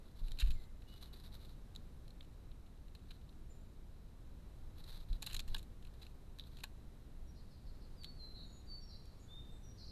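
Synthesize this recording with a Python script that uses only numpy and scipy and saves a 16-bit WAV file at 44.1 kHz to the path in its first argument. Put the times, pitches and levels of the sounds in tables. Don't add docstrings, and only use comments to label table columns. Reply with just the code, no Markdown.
import sys
import numpy as np
from scipy import signal
from scipy.fft import rfft, irfft
from scipy.io import wavfile

SR = 44100
rng = np.random.default_rng(int(sys.argv[2]) if len(sys.argv) > 2 else 0)


def unload_audio(sound):
    columns = np.transpose(np.atleast_2d(sound))
    steps = np.round(np.clip(columns, -1, 1) * 32767)
    wavfile.write(sys.argv[1], SR, steps.astype(np.int16))


N = 437031


# start_s, length_s, level_db, crunch_relative_db, snap_relative_db
PECKS = [(0.318, .002, -48.5, -10, -6), (0.385, 0.032, -51.5, -3, -6), (0.398, 0.012, -46, -4.5, -5.5),
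         (0.41, 0.015, -52, 5, -12), (0.502, 0.018, -56, -2, -6.5), (0.819, 0.0049, -66, -2, -10),
         (1.76, 0.0031, -47, -24, -11.5), (2.079, .003, -62, -8.5, -6), (2.104, .003, -60.5, -11, -10),
         (2.207, 0.0023, -51.5, -6.5, -33.5), (2.514, .003, -64.5, -4, -19), (2.95, 0.005, -58, -4, -10),
         (3.106, 0.0095, -57, -2.5, -11.5), (3.29, 0.0044, -64.5, -19, -13),
         (4.839, 0.0058, -59, -18, -9.5), (5.129, 0.00058, -44, -11, -14), (5.221, 0.0085, -48.5, -3, 0.5),
         (5.263, 0.0082, -45.5, -7, -2), (5.27, 0.0042, -45, -1, -16), (5.33, .0033, -52, -0.5, 3),
         (5.342, 0.0091, -49.5, -0.5, 1.5), (5.364, 0.0067, -43.5, -8.5, -6),
         (5.393, 0.0027, -41, -5.5, -7), (5.4, 0.0051, -50.5, -3.5, -1), (5.477, 0.009, -62.5, 0, 0.5),
         (5.545, 0.0036, -37.5, -16, -13), (5.562, .0066, -58.5, 3.5, -1), (5.58, 0.0045, -57.5, -3, 3),
         (5.592, 0.0026, -56, -5, -5), (5.628, 0.0019, -61.5, -5, 2.5), (6.014, 0.026, -61.5, -6.5, -11),
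         (6.065, 0.0048, -61, 1, -9), (6.396, 0.0024, -43, -33.5, -20), (6.437, .003, -58.5, -20, -21),
         (6.57, 0.00212, -55.5, -7, -8), (6.635, 0.0079, -47, 0.5, -2.5),
         (8.044, 0.0026, -43.5, -28, -13.5), (9.055, 0.0025, -67, -6, 1)]

def pecks(bare_below_db=-20, graze_lead_s=0.01):
    out = np.zeros(N)
    for start, length, db, crunch_db, snap_db in PECKS:
        add(out, start, bill_contact(length, db, crunch_db, snap_db))
        if crunch_db < bare_below_db:
            add(out, start - graze_lead_s, bill_contact(length, db - 11, crunch_db=-5.5, snap_db=-6))
    return out


# frequency_hz, gain_db
KNOCK_SPECTRUM = [(1500, -33.5), (2500, -23.5), (3100, -15), (3650, -6), (4100, 0), (4500, -12.5),
                  (5100, -23.5), (6500, -37)]
CRUNCH_SPECTRUM = [(400, -28), (800, -12.5), (1300, -8), (1620, -1.5), (1820, -0.5), (2000, -5.5),
                   (2250, -4), (2600, 6.5), (3000, 7), (3600, -11.5), (5000, -37)]
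SNAP_SPECTRUM = [(3500, -46), (5200, -10.5), (6100, -7), (7000, 3), (7600, 2), (8200, -4), (9300, -0.5),
                 (10300, -6), (11700, 0), (12600, -9), (14000, -4.5)]

def bill_contact(length, db, crunch_db, snap_db, grit=0.63, settle_s=0.025, crisp_db=-8, size=4096):
    t = np.arange(size) / SR
    softening = np.exp(0.0034 * min(snap_db - crisp_db, 0))
    knock = [(hz * softening, gain) for hz, gain in KNOCK_SPECTRUM]
    rise = np.minimum(t / (0.16 * length), 1)
    press = np.exp(-np.maximum(t - 0.7 * length, 0) / (0.0011 + 0.3 * length))
    loose_pieces = amp(-22) * np.exp(-t / settle_s)
    force = rise * (press + loose_pieces)
    fractures = force * rng.standard_normal(size) * np.exp(grit * wander(size, 1900))
    out = 0
    for spectrum, gain_db in ((knock, 0), (CRUNCH_SPECTRUM, crunch_db - 1), (SNAP_SPECTRUM, snap_db)):
        sound = signal.fftconvolve(fractures, response(spectrum))
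        out += amp(gain_db) * unit_energy(sound)
    return amp(db) * np.sqrt(length * SR) * out


# start_s, length_s, gap_s, level_db
STIRS = [(0.279, .11, 0.092, -66.5), (0.426, .065, .011, -63.5), (2.224, .03, .02, -73),
         (2.663, .7, .11, -77), (5.23, .02, .012, -63), (5.297, .03, .012, -59), (5.824, .06, 0.022, -68),
         (6.585, .02, 0.018, -64)]

def stirs(contact_s=0.0066, jitter_s=0.0015, spread_db=3, max_contacts=8):
    out = np.zeros(N)
    for start, length, gap, db in STIRS:
        for k, (late, strength) in enumerate(rng.standard_normal((max_contacts, 2))):
            sound = bill_contact(contact_s, db + spread_db * strength, crunch_db=1, snap_db=-5)
            if k * gap < length:
                add(out, start + k * gap + jitter_s * late, sound)
    return out


# pitch_hz, gain_db, t60_s
TRAY_MODES = [(880, 0, 0.034), (1100, -3, 0.039), (1560, -4, 0.055), (1690, -2, 0.045), (2300, -15, .025),
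              (2663, -16, 0.025), (2930, 0, .022), (4540, -5, 0.012)]
# start_s, peak_db
TRAY_TAPS = [(0.403, -61), (5.226, -44.5), (5.272, -52), (5.395, -54), (5.546, -38.5), (5.563, -49),
             (6.6396, -40.5)]

def tray_taps(spread_db=2):
    t, out = np.arange(SR // 10) / SR, np.zeros(N)
    modes = np.array([amp(db - 60 * t / t60) * np.sin(2 * np.pi * hz * t) for hz, db, t60 in TRAY_MODES])
    for start, db in TRAY_TAPS:
        signs = rng.choice([-1, 1], len(modes))
        weights = signs * amp(spread_db * rng.standard_normal(len(modes)))
        ring = weights @ modes
        add(out, start, amp(db) * ring / abs(ring).max())
    return out


# start_s, length_s, relative_db
RUSTLES = [(0.03, 0.097, -73.5), (0.153, 0.51, -69.5), (0.875, 0.19, -67.5), (0.997, 0.095, -64),
           (1.128, 0.17, -64.5), (1.313, 0.13, -68), (1.436, .12, -69.5), (2.996, 0.195, -77),
           (4.753, 0.205, -70.5), (4.867, 0.18, -67), (5.085, 0.087, -62), (5.212, .18, -62),
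           (5.476, 0.09, -62), (5.93, 0.2, -73), (6.35, 0.33, -76)]
# frequency_hz, gain_db
RUSTLE_SPECTRUM = [(300, -15), (900, -8), (1600, -11), (2200, -14), (3100, -13), (3950, 2.5), (4500, -6.5),
                   (5400, -17.5), (7500, -22), (9000, -18), (10300, -19.5), (11900, -10.5), (14000, -29)]

def rustle(ticks_per_s=4500, stroke_hz=36, scratch_hz=200, attack_s=0.019, release_s=0.05, gain_db=1):
    t, power = np.arange(N) / SR, np.zeros(N)
    for start, length, db in RUSTLES:
        ramps = np.minimum((t - start) / attack_s, (start + length - t) / release_s)
        power += amp(db) ** 2 * np.clip(ramps, 0, 1)
    pressure = amp(4 * wander(N, stroke_hz) + 2 * wander(N, scratch_hz))
    ticks = sparse_noise(N, ticks_per_s) * pressure
    brushing = signal.oaconvolve(ticks, response(RUSTLE_SPECTRUM))[:N]
    return amp(gain_db) * np.sqrt(power) * unit_rms(brushing)


# start_s, level_db, sway_hz
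THUMPS = [(.215, -32.5, 28), (.295, -35, 22), (0.425, -24, 42), (0.456, -27, 16.4), (.488, -35, 43),
          (4.929, -41.5, 26), (5.097, -29.5, 28.4), (5.33, -37, 22), (5.479, -32.5, 21.3)]

def feeder_thumps(shudder=0.14, shudder_hz=130, unsteadiness=0.13, swell_cycles=0.62):
    t, out = np.arange(SR // 2) / SR, np.zeros(N)
    for start, db, hz in THUMPS:
        cycles = np.cumsum(hz * (1 + unsteadiness * wander(len(t), 60))) / SR
        sway = np.sin(2 * np.pi * cycles) + shudder * wander(len(t), shudder_hz)
        age = t * hz / swell_cycles
        add(out, start, amp(db) * age * np.exp(1 - age) * sway)
    return out


# start_s, length_s, onset_hz, held_hz, source_db
WHISTLES = [(0.524, .022, 7700, 7220, -72), (.525, .085, 3300, 2050, -75), (0.857, .1, 2710, 2950, -69.5),
            (3.491, 0.039, 7760, 7120, -72.5), (7.264, 0.051, 5674, 5630, -76),
            (7.954, 0.16, 5530, 4420, -63.5), (8.175, .13, 4390, 4099, -54.5),
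            (8.423, 0.19, 7200, 6820, -75.5), (8.656, .14, 4880, 4510, -57), (8.795, .11, 5840, 5541, -66),
            (9.266, 0.17, 3280, 3638, -61), (9.612, .11, 6300, 5730, -69)]
BUZZES = [(8.336, 0.12, 4210, 4085, -62), (8.877, 0.092, 5200, 4280, -62.5),
          (9.182, 0.078, 7250, 6900, -75.5), (9.49, .1, 8200, 7850, -80), (9.761, .097, 6520, 4260, -61),
          (9.84, .09, 6470, 4408, -62)]

def songbird(song_start_s=7.345, gap_s=0.15):
    out = np.zeros(N)
    for k in range(4):
        soft_buzz = song_note(length=0.07, onset_hz=5500, held_hz=4400, db=-73, buzzing=True)
        add(out, song_start_s + k * gap_s, soft_buzz)
    for notes, buzzing in ((BUZZES, True), (WHISTLES, False)):
        for start, *shape in notes:
            add(out, start, song_note(*shape, buzzing))
    return out


def song_note(length, onset_hz, held_hz, db, buzzing, trill_hz=95, quiver_hz=28.1, db_per_octave=-18):
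    progress = np.linspace(0, 1, int(length * SR))
    trill_rate = trill_hz * (1 + 0.28 * wander(len(progress), 54))
    trill = np.sin(2 * np.pi * np.cumsum(trill_rate) / SR)
    slide_share = 0.32 if buzzing else 0.17
    glide_hz = held_hz + (onset_hz - held_hz) * np.exp(-progress / slide_share)
    depth_hz = 330 + 0.62 * abs(glide_hz - held_hz) if buzzing else quiver_hz
    hz = glide_hz * (1 + 0.0033 * wander(len(progress), 110)) + depth_hz * trill
    voice = amp(db_per_octave * np.log2(hz / held_hz)) * np.sin(2 * np.pi * np.cumsum(hz) / SR)
    effort = np.clip(np.minimum(progress / 0.36, (1 - progress) / 0.11), 0, 1)
    return amp(db) * np.sin(np.pi / 2 * effort) ** 2 * unit_rms(voice)


def garden_echo(song, direct_db=-3, leaves_db=-8, leaves_t60_s=0.35, far_db=-4, far_t60_s=1.0):
    t = np.arange(SR) / SR
    leaves, far = sparse_noise((2, SR), per_s=2000)
    tail = amp(leaves_db) * unit_energy(leaves * amp(-60 * t / leaves_t60_s))
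    tail += amp(far_db) * unit_energy(far * amp(-60 * t / far_t60_s))
    return amp(direct_db) * song + signal.fftconvolve(song, tail)[:N]


# frequency_hz, gain_db
AIR_SPECTRUM = [(12, -4.5), (25, 4), (40, -5), (60, -3.5), (80, -9.5), (115, -12.5), (200, -18), (400, -27),
                (800, -34.5), (1300, -38.5), (2300, -45), (3900, -47.5), (6700, -51), (14000, -52.5)]

def outdoor_air(level_db=-51.5, swell_db=0.52, port_hz=3930, port_half_width_hz=240, port_db=7):
    hz = np.fft.rfftfreq(N, 1 / SR)
    port_lift_db = port_db / (1 + ((hz - port_hz) / port_half_width_hz) ** 2)
    shape = amp(gain_at(AIR_SPECTRUM, hz) + port_lift_db)
    noise = irfft(rfft(rng.standard_normal(N)) * shape, N)
    return amp(level_db - swell_db * wander(N, 1.2)) * unit_rms(noise)


def amp(db):
    return 10 ** (np.asarray(db) / 20)


def unit_rms(x):
    return x / np.sqrt(np.mean(x ** 2) + 1e-20)


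def unit_energy(x):
    return x / np.linalg.norm(x)


def add(mix, start_s, sound):
    part = mix[max(round(start_s * SR), 0):][:len(sound)]
    part += sound[:len(part)]


def gain_at(spectrum, hz):
    points_hz, db = np.transpose(spectrum)
    return np.interp(np.log(hz + 1), np.log(points_hz + 1), db)


def response(spectrum, size=2048):
    log_gain = np.log(amp(gain_at(spectrum, abs(np.fft.fftfreq(size, 1 / SR)))))
    minimum_phase = np.exp(np.conj(signal.hilbert(log_gain)))
    return np.fft.ifft(minimum_phase).real[:size // 2]


def sparse_noise(shape, per_s):
    return rng.standard_normal(shape) * (rng.random(shape) < per_s / SR)


def wander(size, hz):
    lowpass = np.exp(-(np.fft.rfftfreq(size, 1 / SR) / hz) ** 2)
    return unit_rms(irfft(rfft(rng.standard_normal(size)) * lowpass, size))


def scene():
    woodpecker = pecks() + stirs() + tray_taps() + rustle() + feeder_thumps()
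    return (woodpecker + garden_echo(songbird()) + outdoor_air())[None]


def record(dry):
    band_limit = signal.firwin(401, cutoff=13950, window=("kaiser", 8), fs=SR)
    return signal.oaconvolve(dry, band_limit[None], "same")


dry = scene()
out = record(dry)
unload_audio(out)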